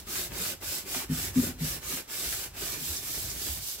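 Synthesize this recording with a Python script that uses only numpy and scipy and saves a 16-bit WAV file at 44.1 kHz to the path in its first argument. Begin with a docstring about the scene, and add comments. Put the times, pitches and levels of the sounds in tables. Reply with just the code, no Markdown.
"""A scouring pad scrubs back and forth over the aluminium floor of a boat, heard close up.
Its fibres hiss and crackle on the sheet, loudest in mid-stroke; grit catches here and there and the
hull drones faintly. Now and then the pad judders, three times hard enough to set the floor panel
booming. Underneath lie a low rumble, a few soft bumps and the still air of a workshop."""
import sys
import numpy as np
from scipy import signal
from scipy.fft import rfft, irfft
from scipy.io import wavfile
from scipy.ndimage import uniform_filter1d

SR = 44100
rng = np.random.default_rng(int(sys.argv[2]) if len(sys.argv) > 2 else 0)


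def master_out(mix):
    """Clip the mix to full scale and print it as 16-bit PCM to the path in sys.argv[1]."""
    frames = np.transpose(np.atleast_2d(mix))
    ceiling = np.clip(frames, -1, 1)
    pcm = np.round(ceiling * 32767).astype(np.int16)
    wavfile.write(sys.argv[1], SR, pcm)


N = 167580
TIME, FREQS = np.arange(N) / SR, np.fft.rfftfreq(N, 1 / SR)
SIDES = np.array([[.5], [-.5]])  # splits a left-right offset between the channels


def amp(db):
    """Decibels to gain."""
    return 10 ** (np.asarray(db) / 20)


def unit(x):
    """Scales to rms 1."""
    return x / np.sqrt(np.mean(x ** 2) + 1e-20)


def read(points, hz):
    """Reads a curve on a log-frequency axis."""
    f, value = np.transpose(points)
    return np.interp(np.log(hz + 1), np.log(f + 1), value)


def colour(x, points):
    """Applies an EQ curve of (frequency [Hz], gain [dB])."""
    return irfft(rfft(x) * amp(read(points, FREQS)), N)


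def add(mix, start, sound):
    """Mixes a sound in at a start time in seconds."""
    part = mix[..., max(round(start * SR), 0):][..., :sound.shape[-1]]
    part += sound[..., :part.shape[-1]]


def pair(x, alike):
    """Narrows two unrelated channels to a given correlation."""
    c = np.clip(alike, -.999, .999)
    return np.array([x[0], c * x[0] + np.sqrt(1 - c * c) * x[1]])


def noise_bed(eq, alike):
    """Steady stereo noise of rms 1, shaped by an EQ curve."""
    return unit(colour(pair(rng.standard_normal((2, N)), alike), eq))


def drift(rate_hz):
    """Random wavering of rms 1, mostly slower than rate_hz."""
    return unit(irfft(rfft(rng.standard_normal(N)) / (1 + (FREQS / rate_hz) ** 2), N))


def snaps(per_s, spread_db):
    """Stereo crackle: dense tiny slips of uneven size."""
    size = amp(spread_db * np.minimum(rng.exponential(1, (2, N)), 4))
    return unit(size * rng.standard_normal((2, N)) * (rng.random((2, N)) < per_s / SR))


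def sheet(x, moving_db):
    """The sheet's crowded resonances: the strongest stay put, the rest change as the pad moves."""
    # standing resonances of the sheet: (frequency [Hz], width [Hz], gain [dB])
    sheet_modes = [(402, 20, 6), (532, 27, 7), (631, 11, 0), (1087, 24, 1.5), (1470, 92, 3),
                   (1735, 94, 2.5), (2510, 120, -1), (2602, 33, -1), (3650, 190, 2), (5100, 230, 1),
                   (5640, 100, 2), (6281, 130, 2.5), (7800, 60, 3), (15091, 110, 5)]
    f, _, frames = signal.stft(x, SR, nperseg=2048, noverlap=1536)
    standing_db = sum(db / (1 + (2 * (f - hz) / width) ** 2) for hz, width, db in sheet_modes)[:, None]
    ripple = uniform_filter1d(rng.standard_normal(frames.shape), size=5, axis=1)  # smooth in frequency
    ripple = unit(uniform_filter1d(ripple, size=9, axis=2))  # and in time
    _, metallic = signal.istft(frames * amp(standing_db + moving_db * ripple), nperseg=2048, noverlap=1536)
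    return unit(metallic[:, :N])


def stroking(power, rasp=0, treble=0, drone=0):
    """Stroke envelope, hand speed to a power; rasp, treble and drone weight each stroke's trims."""
    # hand strokes: (start [s], length [s], level [dB], place of top speed [0-1], rasp trim [dB],
    # treble trim [dB], drone trim before weighting [dB], left minus right [dB])
    strokes = [(-.2, 0.25, -42, 0.22, -1, 1, 9.5, 1), (0.06, 0.23, -32.5, 0.53, -1, -1.5, -2, -0.5),
               (.296, 0.25, -32, 0.63, 1, -0.9, 3.5, -1), (.607, 0.23, -33, 0.52, -1, -1.5, -4, -1),
               (0.844, 0.21, -32, 0.57, 0, -1.4, 2, -.5), (1.088, 0.23, -33.5, 0.55, 1, 0, 1.5, -1),
               (1.328, .2, -34.5, 0.49, 1.5, 0.6, 6.5, -0.6),
               (1.585, 0.21, -33.5, 0.5, -0.5, -0.4, 2.5, -0.5), (1.804, 0.22, -34, 0.58, 1, -0.5, 0.5, -1),
               (2.083, .4, -33, 0.49, -.5, -1.2, -2, -1), (2.537, 0.26, -33.8, 0.56, 1, -1.5, -1, -2.2),
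               (2.773, 0.27, -34, 0.43, -2.5, -1, -0.5, -1.5), (3.022, 0.38, -35, 0.3, -2.5, 0, -1, -1.5),
               (3.346, 0.28, -34, 0.48, -3.5, -1.1, -5.5, -2),
               (3.585, 0.2, -35, 0.52, -8.5, -1, -12.5, -1.5), (3.781, .22, -28.5, 0.47, -9, -3, -4, -3)]
    hold_s, flatten = 0.2, 0.87  # strokes longer than hold_s hold their speed instead of peaking
    flex_s = 0.019  # the pad bends before it slides, which softens each turn
    energy = np.zeros((2, N))
    for start, length, db, top, rasp_db, treble_db, drone_db, pan_db in strokes:
        on = (TIME > start) & (TIME < start + length)
        progress = (TIME[on] - start) / length
        skew = np.log(.5) / np.log(np.clip(top, .1, .9))
        arch = np.abs(np.sin(np.pi * progress ** skew))
        speed = arch ** ((hold_s / length) ** flatten)
        gain = amp(db + rasp * rasp_db + treble * treble_db + drone * drone_db + SIDES * pan_db)
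        energy[:, on] += (gain * speed ** power) ** 2
    bend = np.exp(-(np.pi * FREQS * flex_s / 2) ** 2)
    return np.sqrt(np.abs(irfft(rfft(energy) * bend, N)))


def fibre_hiss(grip):
    """Fibres slip on the sheet in a bright hiss whose top end varies from stroke to stroke."""
    # tone of the fibres: (frequency [Hz], gain [dB])
    hiss_eq = [(300, -40), (1500, -24), (3000, -6), (4200, -3), (5200, -1.75), (6700, -2.5), (7600, 1),
               (8800, -4), (10500, -2), (12400, 0.5), (14000, -2.6), (16000, -3.5)]
    crossover_hz = 8850
    fibres = pair(snaps(per_s=20000, spread_db=1.5), alike=0.047)
    hiss = unit(colour(sheet(fibres, moving_db=3.0), hiss_eq))
    body = irfft(rfft(hiss) / (1 + (FREQS / crossover_hz) ** 6), N)
    sizzle = hiss - body
    return (body * stroking(power=0.9) + sizzle * stroking(power=0.9, treble=1)) * amp(1.5 + .5 * grip)


def grit_rasp(grip):
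    """Grit under the pad adds a coarser midrange rasp."""
    # tone of the grit: (frequency [Hz], gain [dB])
    rasp_eq = [(100, -36), (400, -8.5), (650, 0.5), (950, -3.5), (1300, -1.5), (1700, -0.5), (2000, -0.5),
               (2450, 2.5), (3300, -3.5), (6000, -17.5), (16000, -52)]
    grit = pair(snaps(per_s=3500, spread_db=2), alike=0.39)
    rasp = unit(colour(sheet(grit, moving_db=3.5), rasp_eq))
    return rasp * stroking(power=0.44, rasp=1) * amp(-10.5 + 0.75 * grip)


def hull_drone(grip):
    """The rubbed hull drones, wavering strongly with the grip."""
    # tone of the hull: (frequency [Hz], gain [dB])
    drone_eq = [(30, -49), (90, -9.5), (160, -0.5), (260, -0.5), (380, 2), (520, -10.5), (900, -33),
                (4000, -62)]
    return noise_bed(drone_eq, alike=0.91) * stroking(power=0.22, drone=0.87) * amp(-18 + 3.9 * grip)


def rumble():
    """A low rumble swells and sinks under the scrubbing."""
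    # tone of the rumble: (frequency [Hz], gain [dB])
    rumble_eq = [(10, -32), (28, -15), (40, -8), (54, 4.5), (64, -1.5), (85, -3.5), (120, -6), (250, -24),
                 (1000, -40)]
    # its rise and fall: (time [s], level [dB])
    swells = [(0, -49.5), (.25, -51.5), (.32, -46), (.55, -54), (.69, -50), (.75, -55.5), (1.06, -53),
              (1.15, -44), (1.65, -45.5), (1.9, -51.5), (2.08, -62.5), (2.35, -51.5), (2.75, -48.5),
              (3.1, -51.5), (3.25, -43.5), (3.42, -49.5), (3.6, -44), (3.68, -59)]
    return noise_bed(rumble_eq, alike=0.96) * amp(np.interp(TIME, *np.transpose(swells)))


def still_air():
    """The faint, steady room tone of the workshop."""
    # tone of the air: (frequency [Hz], gain [dB])
    air_eq = [(20, 3.5), (200, -1.5), (600, 1), (2000, -5), (8000, -4.5), (16000, -31)]
    return amp(-55.5) * noise_bed(air_eq, alike=0.72)


def room(x, t60_s=0.2, build_s=0.013):
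    """A short diffuse tail from the hull and the workshop."""
    t = TIME[:SR // 2]
    tail = rng.standard_normal((2, len(t))) * amp(-60 * t / t60_s) * np.minimum(t / build_s, 1)
    return signal.fftconvolve(x, tail / np.linalg.norm(tail[0]), axes=1)[:, :N]


def hull_bumps(attack_s=.012):
    """Soft bumps on the hull, each a low tone that swells and dies quickly."""
    # bumps: (time [s], pitch [Hz], level [dB])
    bumps = [(0.086, 59.8, -45), (.67, 75, -44), (2.265, 65, -40), (2.894, 77, -36.5), (3.169, 65, -44),
             (3.496, 65.5, -32.5)]
    out, t = np.zeros(N), TIME[:SR // 4]
    for start, hz, db in bumps:
        envelope = t / attack_s * np.exp(1 - t / attack_s)
        add(out, start, amp(db) * envelope * np.sin(2 * np.pi * hz * t))
    return out


def grit_catches():
    """Short louder scrapes where a grain of dirt drags along."""
    # grains catching: (time [s], length [s], band centre [Hz], width [octaves], level [dB])
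    catches = [(0.148, 0.038, 1900, 0.83, -41), (0.416, 0.027, 6000, 1.2, -42),
               (.446, 0.017, 1600, 0.54, -42), (.448, 0.016, 370, 0.35, -61),
               (0.618, 0.033, 890, 0.99, -47), (.944, .015, 1300, 1.4, -34), (0.961, 0.011, 398, 0.55, -38),
               (0.992, 0.043, 900, 1.4, -41.5), (1.678, 0.023, 4000, 2, -37), (1.916, 0.021, 900, 1.4, -44),
               (1.97, 0.024, 1580, 1.07, -41.5), (2.106, 0.049, 1580, 0.17, -53),
               (2.323, 0.021, 1700, 0.19, -43), (2.322, 0.018, 9000, 1.8, -32),
               (2.434, .025, 5000, 3.2, -35.5), (2.96, 0.019, 5800, 0.26, -34.5),
               (3.296, 0.026, 6260, 0.45, -35)]
    out, f = np.zeros((2, N)), np.fft.rfftfreq(8192, 1 / SR)
    grit = pair(snaps(per_s=4000, spread_db=2.5), alike=.4)
    for start, length, hz, octaves, db in catches:
        band = np.exp(-.5 * (np.log2((f + 1) / hz) / octaves) ** 2)
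        scrape = irfft(rfft(grit[:, int(start * SR):], 8192) * band)
        age = TIME[:scrape.shape[1]] / (length / 3)  # peaks a third of the way in
        add(out, start, amp(db) * unit(scrape) * age * np.exp(1 - age))
    return out


def pad_judders():
    """The pad sticks and slips; the floor panel swells on two modes, then rings down with weaker ones."""
    # judders: (start [s], length [s], low mode level [dB], high mode level [dB])
    judders = [(.955, 0.018, -51, -39), (1.092, 0.037, -28.5, -30.5), (1.357, 0.041, -36, -20),
               (1.41, 0.028, -53, -28.5), (1.48, 0.016, -47, -35), (1.603, 0.046, -31, -39.5),
               (1.921, 0.028, -50.5, -43.5), (2.804, 0.022, -44.5, -47)]
    # weaker panel modes that ring along: (frequency [Hz], level against the main pair [dB])
    panel_modes = [(88, -19), (112, -20), (175, -13), (218, -16), (296, -23.5), (330, -25), (402, -27.5),
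                   (434, -31), (484, -32.5), (535, -36)]
    low_hz, high_hz = 155.8, 254.6
    rise_s, fall_s, ring_s, ring_share = 0.022, 0.008, 0.06, amp(-10.5)
    out, t = np.zeros(N), TIME[:SR // 2]
    for start, length, low_db, high_db in judders:
        rise = np.sin(np.pi / 2 * np.minimum(t / rise_s, 1))
        after = np.maximum(t - length, 0)
        fall, tail = np.exp(-after / fall_s), np.exp(-after / ring_s)
        clock = t + np.cumsum(0.024 * drift(rate_hz=51)[:len(t)]) / SR  # the pitch wavers
        low, high = amp(low_db), amp(high_db)
        boom = low * np.sin(2 * np.pi * low_hz * clock) + high * np.sin(2 * np.pi * high_hz * clock)
        boom *= (1 - ring_share) * fall + ring_share * tail
        weak = sum(amp(db) * np.sin(2 * np.pi * (hz * clock + rng.random())) for hz, db in panel_modes)
        weak *= np.hypot(low, high) * (0.62 * fall + 0.39 * tail)
        add(out, start, np.sqrt(2) * rise * (boom + weak))
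    return out


def scene():
    """The scrubbing in its room, with the booming panel and the low bed left dry."""
    grip = drift(rate_hz=23)  # the hand's uneven grip moves three layers together
    pad = fibre_hiss(grip) + grit_rasp(grip) + hull_drone(grip) + grit_catches()
    return pad + amp(-9) * room(pad) + pad_judders() + rumble() + hull_bumps() + still_air()


def record(dry):
    """A stereo pair of microphones, each with its own colour, the left a touch late; then a high cut."""
    # stereo balance: (frequency [Hz], left minus right [dB])
    balance = [(40, -2), (130, -1), (250, 2.3), (500, 1.3), (2000, 0.4), (4000, 0.5), (8000, -2.1),
               (16000, 0.5)]
    left_lag_s, high_cut_hz = .00007, 15800
    delay = np.exp(-2j * np.pi * FREQS * SIDES * left_lag_s)
    heard = irfft(rfft(dry) * amp(SIDES * read(balance, FREQS)) * delay, N)
    high_cut = signal.firwin(601, high_cut_hz, window=("kaiser", 8), fs=SR)
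    return signal.oaconvolve(heard, high_cut[None], "same", axes=1)


dry = scene()
out = record(dry)
master_out(out)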